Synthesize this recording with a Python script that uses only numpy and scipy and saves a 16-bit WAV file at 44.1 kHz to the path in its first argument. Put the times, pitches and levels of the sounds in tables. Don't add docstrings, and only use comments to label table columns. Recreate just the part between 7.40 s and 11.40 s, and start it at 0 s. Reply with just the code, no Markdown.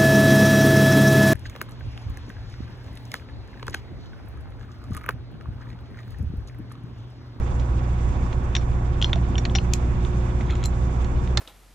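import sys
import numpy as np
from scipy import signal
from scipy.fft import rfft, irfft
from scipy.io import wavfile
from scipy.ndimage import uniform_filter1d

SR = 44100
rng = np.random.default_rng(int(sys.argv[2]) if len(sys.argv) > 2 else 0)


def to_wav(s):
    ch = np.atleast_2d(s).T
    pcm = np.round(np.clip(ch, -1, 1) * 32767)
    wavfile.write(sys.argv[1], SR, pcm.astype(np.int16))


N = 176400
SIDES = np.array([[1], [-1]])


def undb(db):
    return 10 ** (np.asarray(db) / 20)


def at(table, hz):
    freqs, values = np.array(table).T
    return np.interp(np.log(np.maximum(hz, 1)), np.log(freqs), values)


def curve(table):
    return np.interp(np.arange(N) / SR, *np.array(table).T)


def pan(db):
    return undb(SIDES * db / 2)


def walk(rate_hz):
    hz = np.fft.rfftfreq(N, 1 / SR)
    drift = irfft(rfft(rng.standard_normal(N)) / (1 + (hz / rate_hz) ** 4) * (hz > 0), N)
    return drift / drift.std()


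def colour(x, table, tilt_db=0, size=1024):
    hz = np.fft.rfftfreq(size, 1 / SR)
    db = at(table, hz)
    gain = undb(db + tilt_db * np.log2(np.maximum(hz, hz[1]) / hz[db.argmax()]))
    cepstrum = irfft(np.log(gain / np.sqrt(np.mean(gain ** 2))))
    cepstrum[1:size // 2] *= 2
    cepstrum[size // 2 + 1:] = 0
    return signal.fftconvolve(x, irfft(np.exp(rfft(cepstrum)))[None], axes=1)


def add(out, start, x):
    i = int(start * SR)
    out[:, i:i + x.shape[1]] += x[:, :N - i]


# (frequency [Hz], level [dB per Hz])
WASH_SPECTRUM = [(12, -6.5), (28, 1.5), (42, 6.5), (72, 3.5), (100, -2), (135, 0.5), (160, -5), (260, -9.5),
                 (400, -16.5), (650, -18.5), (1000, -17.5), (1600, -28.5), (2500, -29.5), (3150, -36),
                 (3550, -32), (3850, -39.5), (4300, -41), (7300, -37), (8600, -47.5), (11000, -60),
                 (14000, -77.5)]
# (time [s], level [dB])
HISS_RIDE = [(0, 0), (.4, 1.5), (1., 0.5), (1.5, -2), (2.2, 0), (2.8, 1), (3.4, 0.5), (4, -2)]
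# (frequency [Hz], pan [dB])
BED_PAN = [(60, -2), (170, -1), (300, -3), (510, -4.5), (870, -6.5), (2500, -8.5), (4300, -3), (7300, -3)]
# (frequency [Hz], correlation [-1 to 1])
BED_LIKENESS = [(25, 0.71), (60, 0.27), (100, 1), (240, 0.88), (470, 0.69), (930, -0.24), (3700, 0.23),
                (7300, -0.43)]

def wash(level_db=-29.5, swell_db=0.82, flicker_db=2):
    hz = np.fft.rfftfreq(N, 1 / SR)
    likeness = np.clip(at(BED_LIKENESS, hz), -.99, .99)
    mid, side = rfft(rng.standard_normal((2, N)))
    spectrum = np.sqrt(1 + likeness) * mid + SIDES * np.sqrt(1 - likeness) * side
    spectrum *= undb(at(WASH_SPECTRUM, hz)) * pan(at(BED_PAN, hz))
    octave = np.log2(np.clip(hz / 30, 1, 512))
    swell = swell_db * walk(rate_hz=1.6)
    hiss = curve(HISS_RIDE)
    out = 0
    for k in range(10):
        band = irfft(spectrum * np.maximum(1 - abs(octave - k), 0), N)
        treble = np.clip((k - 5) / 2, 0, 1)
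        out += band * undb(swell + flicker_db * walk(rate_hz=22.7) + treble * hiss)
    return undb(level_db) * out / out.std()


SHAFT_HZ = 29.933
# (frequency [Hz], level [dB per partial])
CLATTER_SPECTRUM = [(150, -59), (300, -56), (400, -60), (700, -63), (1050, -63), (1500, -70), (2400, -81)]

def clatter(turns, scatter_db=4, size=4096, count=160):
    hz = np.arange(count) * SHAFT_HZ / 2
    db = at(CLATTER_SPECTRUM, hz) + scatter_db * rng.standard_normal(count)
    gain = undb(db) * pan(at(BED_PAN, hz)) * (hz >= CLATTER_SPECTRUM[0][0])
    width = np.clip(1 - at(BED_LIKENESS, hz), 0, 1)
    phase = 2 * np.pi * (rng.random(count) + width * rng.random((2, count)))
    cycle = irfft(gain * np.exp(1j * phase), size) * size / 2
    return np.array([np.interp(turns / 2, np.arange(size) / size, side, period=1) for side in cycle])


# (order [multiple of shaft speed], level [dB])
DIESEL_ORDERS = [(2, 0.75), (2.5, -10), (3, -21.5), (3.5, -17.5), (4, -5), (4.5, -19), (5.5, -23.5),
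                 (6, -16.5), (7, -24), (8, -20), (9, -30), (11, -25), (14, -39), (17.5, -33), (21.5, -34.5),
                 (24, -32.5), (28, -39)]
# (time [s], level [dB])
UPPER_RIDE = [(0, 0.5), (1.2, -1), (1.8, 3), (2.7, 1.5), (4, 1)]
# (time [s], level [dB])
HUM_RIDE = [(0, -51), (.6, -48.5), (1.2, -48), (1.7, -44), (2.3, -41), (2.8, -40.5), (3.3, -44), (4, -42.5)]

def diesel(level_db=-24.5, speed_wander=0.0012, hum_order=12):
    turns = np.cumsum(SHAFT_HZ * (1 + speed_wander * walk(rate_hz=3.84))) / SR
    upper_gain = undb(curve(UPPER_RIDE))
    out = clatter(turns)
    for order, db in DIESEL_ORDERS:
        gain, flutter = (upper_gain, 0.42) if order > 5 else (1, 0.081)
        partial = np.sin(2 * np.pi * (order * turns + rng.random())) * (1 + flutter * walk(rate_hz=7.2))
        out += undb(level_db + db) * gain * partial * pan(at(BED_PAN, order * SHAFT_HZ))
    hum = np.sin(2 * np.pi * hum_order * turns) * (1 + 0.21 * walk(rate_hz=9.8))
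    out += undb(curve(HUM_RIDE)) * hum * pan(at(BED_PAN, hum_order * SHAFT_HZ))
    return np.sqrt(2) * out


# (frequency [Hz], level [dB])
THROB_PARTIALS = [(26.4, -33), (66, -36), (79.2, -38.5), (92.4, -36.5), (110, -44), (145.2, -45.5)]

def slow_engine(flutter=0.15, pan_db=-1):
    t = np.arange(N) / SR
    out = 0
    for hz, db in THROB_PARTIALS:
        partial = np.sin(2 * np.pi * (hz * t + rng.random()))
        out += undb(db) * partial * (1 + flutter * walk(rate_hz=1.1))
    return np.sqrt(2) * out * pan(pan_db)


def deck(x, t60_s=0.11, delay_s=.005, size=12000):
    t = np.arange(size) / SR
    onset = np.clip(t / delay_s - .5, 0, 1)
    echoes = rng.standard_normal((2, size)) * np.exp(-np.log(1000) * t / t60_s) * onset
    echoes /= np.sqrt(np.sum(echoes ** 2) / 2)
    return signal.fftconvolve(x, echoes, axes=1)[:, :N]


def chatter(decay_ms, attack_s=0.00041, width=0.41, size=4096):
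    t = np.arange(size) / SR
    envelope = np.exp(-t * 1000 / decay_ms) * (1 - np.exp(-t / attack_s))
    spectrum = rfft(envelope * rng.standard_normal((2, size)))
    contour = np.sqrt(uniform_filter1d(abs(spectrum) ** 2, size=60, axis=1))
    mid, side = irfft(spectrum / contour) * envelope ** .2
    burst = mid + width * side * SIDES
    return burst * np.sqrt(np.sum(envelope ** 2) / np.sum(burst ** 2) * 2)


def ring(modes, pitch=1, scatter_db=1, detune=.005, attack_s=0.0016, size=12000):
    t = np.arange(size) / SR
    hz, db, t60 = np.array(modes).T[:, :, None]
    gain = undb(db + scatter_db * rng.standard_normal(hz.shape))
    hz = pitch * hz * (1 + detune * rng.standard_normal(hz.shape))
    attack = np.sin(np.pi / 2 * np.minimum(t / attack_s, 1)) ** 2
    return attack * (gain * np.sin(2 * np.pi * hz * t) * np.exp(-np.log(1000) * t / t60)).sum(0)


# (time [s], level [dB])
SCRAPE_PRESSURE = [(3.0, -66), (3.015, -44), (3.035, -56), (3.085, -49), (3.103, -38), (3.135, -43),
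                   (3.165, -50), (3.195, -55), (3.225, -39), (3.25, -43), (3.27, -63)]
# (frequency [Hz], level [dB], T60 [s])
SCRAPE_MODES = [(1340, 0, 0.018), (1740, -6, .012), (2170, -1, 0.018), (2550, -2, 0.016), (3380, -1, 0.015),
                (4030, -6, 0.018), (6640, -6, 0.0091)]

def scrape(slips_per_s=220, count=120):
    out = np.zeros((2, N))
    times, levels = np.array(SCRAPE_PRESSURE).T
    for start in times[0] + np.cumsum(rng.exponential(size=count)) / slips_per_s:
        slip = ring(SCRAPE_MODES, scatter_db=4, detune=0.036, size=2048)
        if start < times[-1]:
            add(out, start, pan(0) * undb(np.interp(start, times, levels)) * slip)
    return out


# (time [s], snap [dB], chatter decay [ms], tilt [dB per octave], latch ring [dB],
# spring pitch [Hz], spring [dB])
LATCH_SNAPS = [(2.3352, -10.5, 1.59, 1.5, -44, 13300, -38), (3.2390, -26, 2.3, -3, -41, 9500, -48),
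               (3.2505, -34, 3.7, -4, -43, 12700, -62), (3.2565, -22, 1.7, 8, -31.5, 14100, -40)]
# (frequency [Hz], level [dB per Hz])
SNAP_SPECTRUM = [(400, -34), (1500, -19), (2400, 1), (4100, -3.5), (5200, -0.5), (6600, 1), (7700, 1.5),
                 (8400, -17), (9700, -11.5), (11500, -26), (13300, -18), (15500, -42)]
# (frequency [Hz], level [dB], T60 [s])
LATCH_MODES = [(4110, 9, 0.022), (5460, -16, .05), (7300, -2, 0.067), (7870, -10, .07), (10620, -20, 0.067)]

def latch(spring_t60_s=0.017, snap_send_db=-14, spring_send_db=-8):
    snaps, spring = np.zeros((2, 2, N))
    for start, db, decay_ms, tilt_db, ring_db, spring_hz, spring_db in LATCH_SNAPS:
        add(snaps, start, undb(db) * colour(chatter(decay_ms), SNAP_SPECTRUM, tilt_db))
        add(snaps, start, pan(0) * undb(ring_db) * ring(LATCH_MODES))
        add(spring, start, pan(0) * ring([(spring_hz, spring_db, spring_t60_s)]))
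    return snaps + spring + deck(undb(snap_send_db) * snaps + undb(spring_send_db) * spring)


# (frequency [Hz], level [dB per Hz])
LANDING_SPECTRUM = [(400, -9), (1000, 0), (2100, 3), (2900, -1), (4200, 6), (5600, -1.5), (6700, -2.5),
                    (7700, -6), (8600, -19), (10500, -31), (11800, -42), (13000, -39), (15000, -68)]
# (frequency [Hz], level [dB], T60 [s])
LANDING_MODES = [(603, -9, 0.03), (794, -12, 0.077), (1050, -12, 0.033), (1380, -15, 0.056),
                 (1785, -10.5, 0.076), (2140, -1.5, 0.027), (3584, 4, 0.018), (4200, -16.5, 0.12),
                 (4420, 7.5, 0.01), (5200, -14, .015)]

def landing(start_s=3.9726, crack_db=-13.5, ring_db=-15.5, pan_db=-6):
    out = np.zeros((2, N))
    add(out, start_s, undb(crack_db) * colour(chatter(decay_ms=3.9), LANDING_SPECTRUM))
    add(out, start_s, pan(pan_db) * undb(ring_db) * ring(LANDING_MODES))
    return out


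# (time [s], clack [dB], chatter decay [ms], tilt [dB per octave], hook knock [dB],
# knock pitch [ratio], shackle ring [dB], hook ring [dB], pan [dB])
STEEL_HITS = [(.197, -36.5, 2.6, 2.5, -55, 1.1, -51, -52, -8), (0.928, -33, 2.8, -3, -43, 1, -58, -57, -4),
              (1.151, -20.5, 5.6, 1.5, -12.5, 1.077, -34, -37, 4),
              (1.1646, -19.5, 2.8, -1, -15.5, 1.06, -29, -50, -2),
              (1.615, -29, 3.8, 3, -14.5, 0.95, -42, -60, 0.5),
              (1.6246, -23, 2.6, 3, -5, 0.98, -46, -32.5, 1),
              (1.6441, -21.5, 1.7, 3, -6, 0.98, -35, -35.5, 1),
              (1.695, -25, 4.2, -8, -54, 0.49, -66, -60, 3),
              (1.7306, -20, 4.7, -4.5, -8, 1.07, -45, -54, -2),
              (1.757, -28.5, 1.5, 1, -41, 0.84, -51, -58, -2),
              (1.9547, -32, 1.8, -6, -18, 0.95, -52, -63, 0), (1.9804, -22, 3, -1, -35, 1.1, -26, -61, 0),
              (2.0515, -22.5, 5.5, -2, -18.5, 1.3, -51, -60, -1.2),
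              (2.0968, -36, 2.7, -6, -25.5, 1, -60, -71, 2),
              (2.1509, -20.5, 5.4, -2, -21, 0.69, -20, -56, 2),
              (2.1565, -21, 1.5, -0.5, -14, 0.91, -26, -30.5, 5.5),
              (2.1854, -22, 1.6, -4, -13, .86, -54, -63, 3),
              (2.649, -34.5, 3.5, -4.5, -31.5, 1.06, -57, -60, -3),
              (3.008, -27.5, 4.3, -7, -26.5, 0.63, -56, -58, -1),
              (3.099, -30, 5.5, -7.5, -28.5, 0.61, -66, -52, -2),
              (3.107, -35.5, 2, 10, -27, 1.005, -58, -60, 0),
              (3.153, -35.5, 3.5, -2, -34, 2.18, -57, -64, -2),
              (3.6446, -38, 3.3, 6.5, -49, 0.94, -57, -58, -2),
              (3.874, -33.5, 5.1, -6, -45, 1.1, -64, -58, -2)]
# (frequency [Hz], level [dB per Hz])
CLACK_SPECTRUM = [(250, -13.5), (750, -1.5), (1200, -1), (2000, 8), (3100, 7), (4200, 5), (5000, -8.5),
                  (6800, -1.5), (8300, -23.5), (10500, -38.5), (12500, -56)]
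# (frequency [Hz], level [dB], T60 [s])
HOOK_KNOCK_MODES = [(1520, -22.5, 0.022), (3106, -2, 0.0069), (3310, 5, 0.0079), (3545, -17, 0.0074)]
HOOK_RING_MODES = [(4210, -5.5, 0.14), (4915, -12.5, 0.17), (5070, -4.5, 0.09), (5860, -6, 0.12),
                   (7080, -11.5, 0.071)]
SHACKLE_MODES = [(3565, -5.5, 0.048), (5670, 1, 0.054), (6620, -12.5, .035), (6990, -15, .06),
                 (9200, -37, .05), (10270, -47, .09)]
# (time [s], pitch [Hz], level [dB])
DULL_KNOCKS = [(1.697, 810, -33.5), (1.733, 725, -51), (1.759, 680, -25), (1.982, 790, -39),
               (2.053, 683, -29), (2.153, 785, -27.5), (3.128, 1312, -32.5)]

def tackle(knock_t60_s=0.084, deck_send_db=-18.5):
    out = np.zeros((2, N))
    for start, db, decay_ms, tilt_db, knock_db, pitch, shackle_db, ring_db, pan_db in STEEL_HITS:
        clack = undb(db) * colour(chatter(decay_ms), CLACK_SPECTRUM, tilt_db)
        hook_knock = undb(knock_db) * ring(HOOK_KNOCK_MODES, pitch)
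        shackle_ring = undb(shackle_db) * ring(SHACKLE_MODES)
        hook_ring = undb(ring_db) * ring(HOOK_RING_MODES)
        add(out, start, pan(pan_db) * clack)
        add(out, start, pan(pan_db) * (hook_knock + shackle_ring + hook_ring))
    for start, hz, db in DULL_KNOCKS:
        add(out, start, pan(0) * ring([(hz, db, knock_t60_s)]))
    out += landing()
    return out + undb(deck_send_db) * deck(out)


def scene():
    return tackle() + latch() + diesel() + slow_engine() + wash() + scrape()


def record(dry, top_hz=15800):
    return signal.sosfilt(signal.ellip(8, .2, 70, top_hz, fs=SR, output="sos"), dry)


dry = scene()
out = record(dry)
to_wav(out)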